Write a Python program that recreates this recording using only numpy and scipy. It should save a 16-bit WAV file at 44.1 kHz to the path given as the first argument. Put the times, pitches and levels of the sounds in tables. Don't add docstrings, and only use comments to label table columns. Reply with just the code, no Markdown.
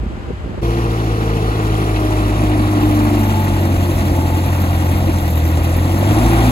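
import sys
import numpy as np
from scipy import signal
from scipy.fft import rfft, irfft, next_fast_len
from scipy.io import wavfile
from scipy.ndimage import uniform_filter1d

SR = 44100
rng = np.random.default_rng(int(sys.argv[2]) if len(sys.argv) > 2 else 0)


def inscribe(sig):
    pcm = np.round(np.clip(np.atleast_2d(sig).T, -1, 1) * 32767)
    wavfile.write(sys.argv[1], SR, pcm.astype(np.int16))


N = 287091
T = np.arange(N) / SR

# start in seconds, level in dB, frequency in Hz.
IDLE_KNOCKS = [(0.062, -12, 204), (0.102, -16, 256), (0.153, -17, 163), (0.175, -13.5, 211),
               (0.225, -17, 264), (0.328, -14, 158), (0.46, -18, 258), (0.494, -12.5, 192)]
# time in seconds, bass, body and treble levels in dB.
IDLE_BANDS = [(0., -19, -34, -39), (.075, -22.5, -33.5, -38.5), (.2, -29, -34, -38),
              (.49, -23.5, -33, -38.5), (.615, -26, -35, -38)]
# frequency in Hz, level in dB.
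IDLE_TONES = [(62, -32), (86, -48), (355, -41), (608, -48.5), (790, -49)]
CYLINDER_LEVELS = [-1, 6.5, -2.5, -28]
PORT_COHERENCE = [(60, .985, .03, .985, .03, .7, 0.), (100, .985, .045, .985, .04, .65, 0.),
                  (300, .98, .13, .97, .13, .55, -.1), (550, .92, .3, .9, .37, .4, -.3),
                  (700, .88, .42, .8, .24, .35, -.4), (860, .84, .55, .78, .3, .3, -.5),
                  (1000, .8, .7, .75, .5, .3, -.6), (1550, .8, 1., .75, 1., .4, -1.),
                  (2100, .75, 1.5, .3, 1.6, .35, -1.4), (2500, .7, 1.9, .7, 2.2, .3, -1.8),
                  (3000, .5, 2.4, .8, 3., .3, -2.3), (3700, .55, 3., .65, 3.8, .25, -3.),
                  (4500, .45, 4., .7, 4.3, .25, -4.), (5400, .35, 4.7, .92, 5., .25, -4.7),
                  (6800, .5, 5.9, .85, 6., .5, -5.9), (8300, .8, 6.5, .85, 6.5, .8, -6.5),
                  (8700, .99, 6.97, .99, 6.97, .99, -6.97), (9400, .99, 7.03, .99, 7.03, .99, -7.03),
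                  (11200, .8, 8., .9, 8., .8, -8.), (13200, .99, 8.97, .99, 8.95, .99, -8.97),
                  (14400, .99, 9.03, .99, 9.05, .99, -9.03), (15300, .99, 10., .99, 10., .99, -10.)]
# frequency in Hz, left minus right in dB from far left, the same from beside.
PORT_BALANCE = [(60, .4, -.1), (110, .5, -.1), (200, .5, .3), (380, .8, -.4), (700, 2, 3.5), (1290, 1.5, 3),
                (2380, -.5, 1), (4400, 0, 0), (8120, -.5, 0), (15000, 0, 0)]
# time in seconds, bearing from 0 (far left) to 1 (beside the microphone).
TRUCK_BEARING = [(.62, 0.059), (1.5, 0.16), (2, 0.19), (2.5, 0.51), (3, 0.55), (3.5, 0.92), (4, 1.),
                 (6.51, 1)]
# time in seconds, firing rate in Hz, then relative levels in dB
ENGINE_RUN = [(.62, 56.76, -3, -23, -52), (.82, 56.94, -2, -21, -51), (1.18, 54.11, -2, -20, -51),
              (1.7, 53.4, 0, -24, -48.5), (2.05, 51.67, 0, -16, -47.5), (2.6, 50.83, 1, -14, -46),
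              (3.05, 49.96, 1, -12.5, -45), (3.3, 48.81, 0, -20.5, -45), (3.7, 45.27, -1.5, -13, -46),
              (3.95, 45.16, -1.5, -14.5, -43), (4.2, 43.61, -2.5, -11, -44.5),
              (4.55, 44.77, -1.5, -17.5, -45), (4.8, 43.21, -1.5, -18, -44.5),
              (5.04, 45.18, -2, -11.5, -44.5), (5.16, 43.88, -2, -13, -44.5), (5.27, 41.35, -4, -18, -45),
              (5.39, 40.05, -3.5, -20, -46), (5.7, 42.43, -2, -15, -44.5), (5.94, 45.5, -1.5, -16, -44),
              (6.1, 50.44, 3, -10, -41), (6.24, 54.87, 4.5, -15, -40), (6.35, 56.14, 5, -14, -40.5),
              (6.51, 56.74, 5.5, -23, -40)]
# multiple of the firing
# rate (sounded at the nearest quarter), share of the load it follows, waver in dB, response of pipe,
# bodywork and yard as pairs of Hz and dB.
ENGINE_ORDERS = [(1, 0.76, 0.8, [(40, -33), (44, -27), (47, -27), (49, -21), (51, -21), (54, -19),
                 (57, -18)]), (2.003, 0.7, 0.23, [(80, -11), (90, -14), (101, -15.5), (104, -18),
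                 (114, -17)]), (3, 0.21, 1, [(120, -24.5), (132, -25.5), (138, -29.5), (144, -28),
                 (152, -38), (157, -40), (160, -28), (170, -31)]), (7 / 4, 0.46, 0.93, [(70, -39),
                 (85, -42), (100, -35)]), (9 / 4, 0.5, 1.2, [(90, -35), (104, -30), (115, -44),
                 (128, -48)]), (13 / 4, 0.5, 1.6, [(150, -54), (166, -40), (184, -36)]),
                 (37 / 4, 0.38, 1.7, [(450, -63), (490, -40.5), (525, -42)]),
                 (27 / 2, 0.5, 2.5, [(540, -59), (610, -43), (690, -46), (770, -45)]),
                 (4.12, 0., 1.5, [(160, -26), (168, -30), (178, -44), (230, -53)]),
                 (18, 0.3, 1.5, [(800, -54), (840, -41), (855, -41), (875, -62)]),
                 (18, 0.3, 0.96, [(780, -57), (840, -44), (862, -38), (880, -42), (905, -48), (930, -43),
                 (985, -59), (1015, -43.5)]), (20, 0.3, 0.99, [(840, -50), (870, -37.5), (885, -39.5),
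                 (905, -48), (950, -58)])]
# time in seconds, level in dB.
PUMP_LEVELS = [(.62, -40), (1.3, -33), (1.8, -49), (2.3, -34), (2.8, -26.5), (3.05, -22), (3.5, -24.5),
               (3.8, -28), (4.3, -29.5), (5.05, -29), (5.3, -29), (5.8, -34.5), (5.95, -26.5), (6.12, -28),
               (6.18, -23), (6.23, -17), (6.29, -24.5), (6.42, -24.5), (6.48, -14.5)]
# time in seconds, level of the blade tone in dB, level of its octave in dB.
FAN_LEVELS = [(.62, -22.5, -42), (.95, -27.5, -50), (1.1, -28, -52), (1.35, -33, -45), (1.7, -27, -39),
              (1.92, -24.5, -39), (2.05, -20.5, -30), (2.35, -25, -32), (2.55, -18.5, -37), (2.7, -20, -50),
              (2.95, -16.5, -34), (3.17, -18, -37), (3.27, -27, -46), (3.5, -41, -52), (3.75, -35, -52),
              (5.1, -31.5, -50), (5.4, -42, -46), (5.9, -35, -46), (6.09, -30, -44), (6.13, -19, -36),
              (6.19, -16.5, -34), (6.24, -28, -40), (6.34, -21, -40), (6.43, -26.5, -31), (6.51, -28, -38)]
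# time in seconds, frequency in Hz, relative level in dB.
BODY_RESONANCE = [(.62, 455, -24), (1, 446, -26.5), (1.4, 435, -22.5), (1.8, 406, -23.5), (2.1, 387, -25.5),
                  (2.5, 363, -26.5), (3.2, 334.5, -24), (4, 328, -23), (5.2, 327.4, -27.5), (5.6, 323, -24),
                  (6.1, 331, -21.5), (6.51, 332, -19.5)]
# time in seconds, level in dB.
WHINE_LEVELS = [(.62, -48), (2.8, -42), (3.3, -32), (3.8, -45), (4.3, -31), (4.8, -50), (5.1, -42),
                (5.6, -55), (6, -40), (6.51, -43)]
# mode frequency in Hz, relative level in dB.
MAST_MODES = [(1950, -1.5), (2250, -3.5), (2450, 5), (2750, 1), (3300, 5), (3850, -3.5), (4300, -7)]
# start in seconds, relative level in dB.
HARD_RAPS = [(1.2112, -30), (1.961, -18), (2.1146, -27), (2.157, -29), (2.1919, -25), (2.2518, -26),
             (3.042, -29), (3.1378, -27), (3.3015, -20), (3.4715, -23), (3.5364, -25), (3.7973, -24),
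             (4.2702, -25), (4.4483, -25), (5.3707, -22), (5.468, -26), (5.912, -23), (6.0197, -23)]
# start in seconds, relative level in dB, frequency in Hz.
LOUD_TICKS = [(2.9478, -35, 11700), (3.1888, -28, 12000), (3.2701, -34, 12200), (3.3968, -33, 12100),
              (3.4357, -33, 12400), (3.6073, -32, 12300), (3.6532, -31, 12300), (4.0693, -32, 12200),
              (4.4574, -30, 12400), (4.5946, -28, 12100), (4.843, -31, 12100), (4.866, -34, 12200),
              (4.9118, -32, 12300), (4.9567, -29, 12300), (5.2042, -29, 12300), (5.2755, -30, 12400),
              (5.301, -29, 12300), (5.3274, -34, 12400), (5.3509, -27, 11800), (5.3758, -27, 12300),
              (5.4531, -28, 12400), (5.4751, -29, 12100), (5.499, -31, 11900), (5.6966, -32, 12300),
              (5.7634, -24, 12400), (5.9864, -31, 11900)]
# frequency in Hz, relative spectral density in dB.
IDLE_SPECTRUM = [(30, -16), (45, -3), (85, -4), (125, -10), (350, -9), (700, -18.5), (1500, -25),
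                 (3000, -33), (5500, -45.5), (9000, -49), (12500, -56.5), (16000, -75)]
ROAR_SPECTRUM = [(27, -38), (46, -13), (75, -6), (102, -19.5), (118, -14.5), (152, -15), (269, -7.5),
                 (323, -5), (415, -25), (470, -14.5), (700, -26), (910, -47), (1540, -120)]
KNOCK_SPECTRUM = [(40, -23), (95, -7), (160, -14), (300, -1.5), (430, -9), (520, -8.5), (600, -18),
                  (860, -18), (1100, -22), (1600, -50)]
CLATTER_SPECTRUM = [(350, 0.5), (500, -3.5), (700, 1), (900, -4), (1150, -1.5), (1400, -4), (1700, -10),
                    (2100, -10), (2600, -13), (3100, -15), (3800, -16), (4600, -21.5), (5200, -33),
                    (7000, -41)]
RASP_SPECTRUM = [(1500, -9.5), (1900, 10.5), (2300, 0.5), (2800, 6), (3300, -1.5), (3900, 0), (4600, -2),
                 (5500, -59)]
HISS_SPECTRUM = [(3500, -55), (5000, 1.5), (7000, 0.5), (9000, -5), (11000, 2), (13000, -4.5), (14000, -9),
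                 (16000, -6.5)]

IDLE_FIRING_HZ, CLOSE_FROM_S, FIRING_AT_S = 29.34, 0.618, 5.302
TICK_HZ, SOFT_TICKS_FROM_S = 12300, 2.8


def gain_of(db):
    return 10 ** (np.asarray(db) / 20)


def unit_rms(x):
    return x / np.sqrt(np.mean(x ** 2, axis=-1, keepdims=True) + 1e-20)


def white_pair():
    return rng.standard_normal((2, N))


def at_frequency(table, hz, column=1):
    columns = np.transpose(table)
    return np.interp(np.log(hz + 1), np.log(columns[0] + 1), columns[column])


def curves(table):
    times, *columns = np.transpose(table)
    return [np.interp(T, times, column) for column in columns]


def by_bearing(far_left, beside):
    return far_left + (beside - far_left) * curves(TRUCK_BEARING)[0]


def coloured(x, spectrum):
    size = next_fast_len(N)
    response = gain_of(at_frequency(spectrum, np.fft.rfftfreq(size, 1 / SR)))
    return unit_rms(irfft(rfft(x, size) * response, size)[..., :N])


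def wander(hz):
    return unit_rms(signal.sosfilt(signal.butter(2, hz, fs=SR, output="sos"), rng.standard_normal(N)))


def resonate(x, hz, width_hz):
    carrier = np.exp(2j * np.pi * np.cumsum(hz * np.ones(N)) / SR)
    low_pass = signal.butter(2, width_hz / 2, fs=SR, output="sos")
    return unit_rms((carrier * signal.sosfilt(low_pass, x / carrier)).real)


def combustion_pulses(firings, scatter_db, decay):
    count = firings.astype(int)
    chance = np.clip(rng.standard_normal(count[-1] + 1), -1.6, 1.6)
    strength = gain_of(np.asarray(CYLINDER_LEVELS)[count % 4] + scatter_db * chance[count])
    return strength * np.exp(-(firings % 1) / decay)


def distant_idle():
    noise = coloured(white_pair(), IDLE_SPECTRUM)
    bass = signal.sosfiltfilt(signal.butter(2, 125, fs=SR, output="sos"), noise)
    treble = signal.sosfiltfilt(signal.butter(2, 700, "high", fs=SR, output="sos"), noise)
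    body = noise - bass - treble
    pulses = combustion_pulses(IDLE_FIRING_HZ * T + 0.047, scatter_db=1.8, decay=0.16)
    throb = uniform_filter1d(pulses, size=130)
    bands = [bass * (1 + 0.93 * throb), body * (1 + 1.6 * throb) * gain_of(4 * wander(12)), treble]
    rumble = sum(unit_rms(band) * gain_of(db) for band, db in zip(bands, curves(IDLE_BANDS)))
    tones = sum(gain_of(db) * np.cos(2 * np.pi * (hz * T + rng.random())) for hz, db in IDLE_TONES)
    return rumble + tones


def dull_knocks(decay_cycles=0.95, rise_cycles=0.24):
    out = np.zeros(N)
    for start, db, hz in IDLE_KNOCKS:
        cycles = np.arange(round(6 * decay_cycles * SR / hz)) * hz / SR
        envelope = np.exp(-cycles / decay_cycles) * (1 - np.exp(-cycles / rise_cycles))
        ring = gain_of(db) * np.sin(2 * np.pi * cycles) * envelope
        span = out[round(start * SR):][:len(ring)]
        span += ring[:len(span)]
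    return out


def microphone_ports(pair, bearing, column):
    hz, t, (direct, reflected) = signal.stft(pair, SR, nperseg=512, noverlap=384)
    share = np.interp(t, T, bearing)

    def blend(table, first, second):
        start, end = (at_frequency(table, hz, k)[:, None] for k in (first, second))
        return (1 - share) * start + share * end

    coherence = blend(PORT_COHERENCE, column, column + 2)
    lead = blend(PORT_COHERENCE, column + 1, column + 3)
    right = coherence * direct * np.exp(-1j * np.pi * lead) + np.sqrt(1 - coherence ** 2) * reflected
    lean = gain_of(blend(PORT_BALANCE, 1, 2) / 2)
    return signal.istft(np.array([direct * lean, right / lean]), SR, nperseg=512, noverlap=384)[1][:, :N]


def engine_orders(firing_hz, firings, load_db):
    unevenness = 0.017 + 0.19 * np.exp(-((T - 3.5) / 0.16) ** 2)
    throb = 1 + unevenness * np.cos(2 * np.pi * firings / 4 + 1.8)
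    lagged_hz = np.interp(T - 0.067, T, firing_hz)
    out = np.zeros(N)
    for order, load_share, waver_db, response in ENGINE_ORDERS:
        db = at_frequency(response, order * lagged_hz) + load_share * load_db + waver_db * wander(6.5)
        jitter = 0.02 * max(order - 3, 0) * wander(10.6)
        out += np.sqrt(2) * gain_of(db) * np.cos(np.pi / 2 * round(4 * order) * firings + jitter)
    return throb * out


def piston_pump(firings, load_db):
    looseness = gain_of(-2 * np.maximum(load_db, 0))
    db = curves(PUMP_LEVELS)[0] + by_bearing(1, 3) * looseness * wander(19)
    jitter = by_bearing(0.2, 0.7) * looseness * wander(10)
    return np.sqrt(2) * gain_of(db) * np.cos(2 * np.pi * 9 / 2 * firings + jitter)


def fan(firings):
    out = np.zeros(N)
    for order, db in zip((6, 12), curves(FAN_LEVELS)):
        amplitude = np.sqrt(2) * gain_of(db + 1.1 * wander(10.6))
        out += amplitude * np.cos(order * (2 * np.pi * firings + 0.02 * wander(13)))
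    return out


def yard_hum(load_db, hz=50):
    drone = resonate(rng.standard_normal(N), 50.2, width_hz=16)
    drone *= gain_of(by_bearing(-33, -32) - 0.5 * load_db)
    amplitude = np.sqrt(2) * gain_of(-32 + 1.4 * wander(3))
    return drone + amplitude * np.cos(2 * np.pi * hz * T + 1.24 * wander(1.3))


def block_roar(firings, roar_db):
    drive = white_pair() * (1 + 0.6 * combustion_pulses(firings, scatter_db=1.5, decay=0.6))
    return coloured(drive, ROAR_SPECTRUM) * gain_of(roar_db - 8 + 0.66 * wander(5.3))


def bodywork_growl():
    hz, db = curves(BODY_RESONANCE)
    drive = white_pair()
    growl = resonate(drive, hz, width_hz=82) + 0.5 * resonate(drive, 1.03 * hz, width_hz=19)
    return growl * gain_of(db - 2.5)


def cylinder_knock(firings, load_db, likeness=0.7, points=64):
    shared, own = rng.standard_normal(points), rng.standard_normal((4, points))
    decay = np.exp(-np.arange(points) / points / 0.47)
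    cycle = ((likeness * shared + (1 - likeness) * own) * decay).ravel()
    knocks = np.interp(firings * points, np.arange(4 * points), cycle, period=4 * points)
    return coloured(knocks, KNOCK_SPECTRUM) * gain_of(-25.5 + 0.89 * load_db + 1.3 * wander(8.9))


def clatter(firings, load_db):
    drive = white_pair() * (1 + 0.15 * combustion_pulses(firings, scatter_db=0.53, decay=1))
    return coloured(drive, CLATTER_SPECTRUM) * gain_of(-24 + load_db + 0.19 * wander(15))


def combustion_rasp(firings, load_db):
    bunching = gain_of(0.67 * np.cos(2 * np.pi * firings / 4 + 0.18) + 2 * wander(24))
    pulses = 1 + 0.36 * combustion_pulses(firings, scatter_db=1.6, decay=0.29)
    rasp = coloured(white_pair() * bunching * pulses, RASP_SPECTRUM)
    return rasp * gain_of(by_bearing(-41, -36.5) + 0.23 * load_db)


def engine_hiss(firings, hiss_db):
    drive = white_pair() * (1 + 0.29 * combustion_pulses(firings, scatter_db=3, decay=0.6))
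    flicker_db = 0.92 * wander(18) + np.cos(2 * np.pi * firings / 4 + 0.2)
    return coloured(drive, HISS_SPECTRUM) * gain_of(hiss_db + 7.5 + flicker_db)


def shimmer(x, depth_db):
    _, _, spectra = signal.stft(x, SR, nperseg=1024, noverlap=768)
    ripples = uniform_filter1d(rng.standard_normal(spectra.shape), size=2, axis=0)
    ripples = uniform_filter1d(ripples, size=24, axis=1)
    response = gain_of(depth_db * np.tanh(ripples / ripples.std()))
    return signal.istft(spectra * response, SR, nperseg=1024, noverlap=768)[1][:, :N]


def ground_reflection(x):
    delay_s = by_bearing(0.9, 1.22) / 1000
    echo = np.array([np.interp(T - delay_s, T, dull) for dull in uniform_filter1d(x, size=24)])
    return x + by_bearing(0.26, 0.44) * echo


def mast_rattle(load_db, taps_per_s=110, t60_s=0.016):
    strength = gain_of(3.5 * np.minimum(rng.exponential(1, (2, N)), 3))
    taps = strength * (rng.random((2, N)) < taps_per_s / SR)
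    struck_mode = rng.integers(0, len(MAST_MODES), (2, N))
    t, out = T[:2500], np.zeros((2, N))
    for mode, (hz, db) in enumerate(MAST_MODES):
        ring = gain_of(db - 60 * t / t60_s) * (1 - np.exp(-t / 0.001)) * np.sin(2 * np.pi * hz * t)
        out += signal.oaconvolve(taps * (struck_mode == mode), ring[None])[:, :N]
    return unit_rms(out) * gain_of(-45 + 0.5 * load_db)


def radiator_hiss():
    return resonate(white_pair(), 5400, width_hz=1800) * gain_of(by_bearing(-44, -60))


def thin_whine():
    return resonate(white_pair(), 866.6, width_hz=13) * gain_of(curves(WHINE_LEVELS)[0])


def valve_taps(firings, scatter_db, decay):
    count = (2 * firings).astype(int)
    chance = np.clip(rng.standard_normal(count[-1] + 1), -1.6, 1.6)
    return gain_of(scatter_db * chance[count] - 6.2 * (count % 2)) * np.exp(-(firings % 0.5) / decay)


def valve_gear(firings, load_db):
    ring_drive = white_pair() * (0.5 + valve_taps(firings, scatter_db=4, decay=0.33))
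    tick_drive = white_pair() * (0.5 + valve_taps(firings, scatter_db=4.5, decay=0.25))
    ring = resonate(ring_drive, 9950, width_hz=340) * gain_of(by_bearing(-46, -44.5) + 1.54 * load_db)
    ticking = resonate(tick_drive, TICK_HZ, width_hz=800) * gain_of(by_bearing(-57, -49))
    return ring + ticking


def combustion_raps(rise_s=0.0012, decay_s=0.0085):
    envelope = np.zeros(N)
    for start, db in HARD_RAPS:
        age = np.maximum(T - start, 0)
        envelope += gain_of(db - 4.5) * np.exp(-age / decay_s) * np.minimum(age / rise_s, 1)
    return coloured(white_pair(), RASP_SPECTRUM) * envelope


def injectors(firings, rise_s=0.0025, decay_s=0.005, bounce_s=0.010):
    soft = np.flatnonzero(np.diff(np.floor(2 * firings)) > 0)
    strikes = np.zeros(N)
    hz = TICK_HZ * (1 + 0.017 * wander(20))
    strikes[soft] = gain_of(-37.5 + 3.7 * rng.standard_normal(len(soft))) * (T[soft] > SOFT_TICKS_FROM_S)
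    for start, db, tick_hz in LOUD_TICKS:
        strikes[round(start * SR)] += gain_of(db + 1)
        hz[round(start * SR):][:700] = tick_hz
    t = T[:1500]
    tick = np.exp(-t / decay_s) * (1 - np.exp(-t / rise_s))
    bounce = gain_of(-7) * np.interp(t - bounce_s, t, tick, left=0)
    return signal.oaconvolve(strikes, tick + bounce)[:N] * resonate(white_pair(), hz, width_hz=500)


def close_engine():
    firing_hz, load_db, roar_db, hiss_db = curves(ENGINE_RUN)
    firings = np.cumsum(firing_hz) / SR
    firings += 1 - firings[round(FIRING_AT_S * SR)] % 1
    tones = engine_orders(firing_hz, firings, load_db) + piston_pump(firings, load_db) + fan(firings)
    tones += yard_hum(load_db)
    block = block_roar(firings, roar_db) + bodywork_growl() + cylinder_knock(firings, load_db)
    metal = clatter(firings, load_db) + combustion_rasp(firings, load_db)
    metal += engine_hiss(firings, hiss_db) + combustion_raps()
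    pair = ground_reflection(block + shimmer(metal, depth_db=3))
    pair += mast_rattle(load_db) + radiator_hiss() + thin_whine()
    pair += valve_gear(firings, load_db) + injectors(firings)
    pair[0] += tones
    return pair


def scene():
    far = microphone_ports(distant_idle() + dull_knocks(), bearing=np.ones(N), column=3)
    near = microphone_ports(close_engine(), bearing=curves(TRUCK_BEARING)[0], column=1)
    fade_out = np.clip((CLOSE_FROM_S - T) / 0.014, 0, 1)
    fade_in = np.clip((T - CLOSE_FROM_S + 0.0064) / 0.019, 0, 1)
    return fade_out * far + fade_in * near


def record(dry):
    bass_cut = signal.sosfiltfilt(signal.butter(4, 36, "high", fs=SR, output="sos"), dry)
    saturated = 1.275 * np.tanh(bass_cut / 1.354)
    low_pass = signal.firwin(511, 15850, window=("kaiser", 9), fs=SR)
    return signal.oaconvolve(saturated, low_pass[None], "same")


dry = scene()
out = record(dry)
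inscribe(out)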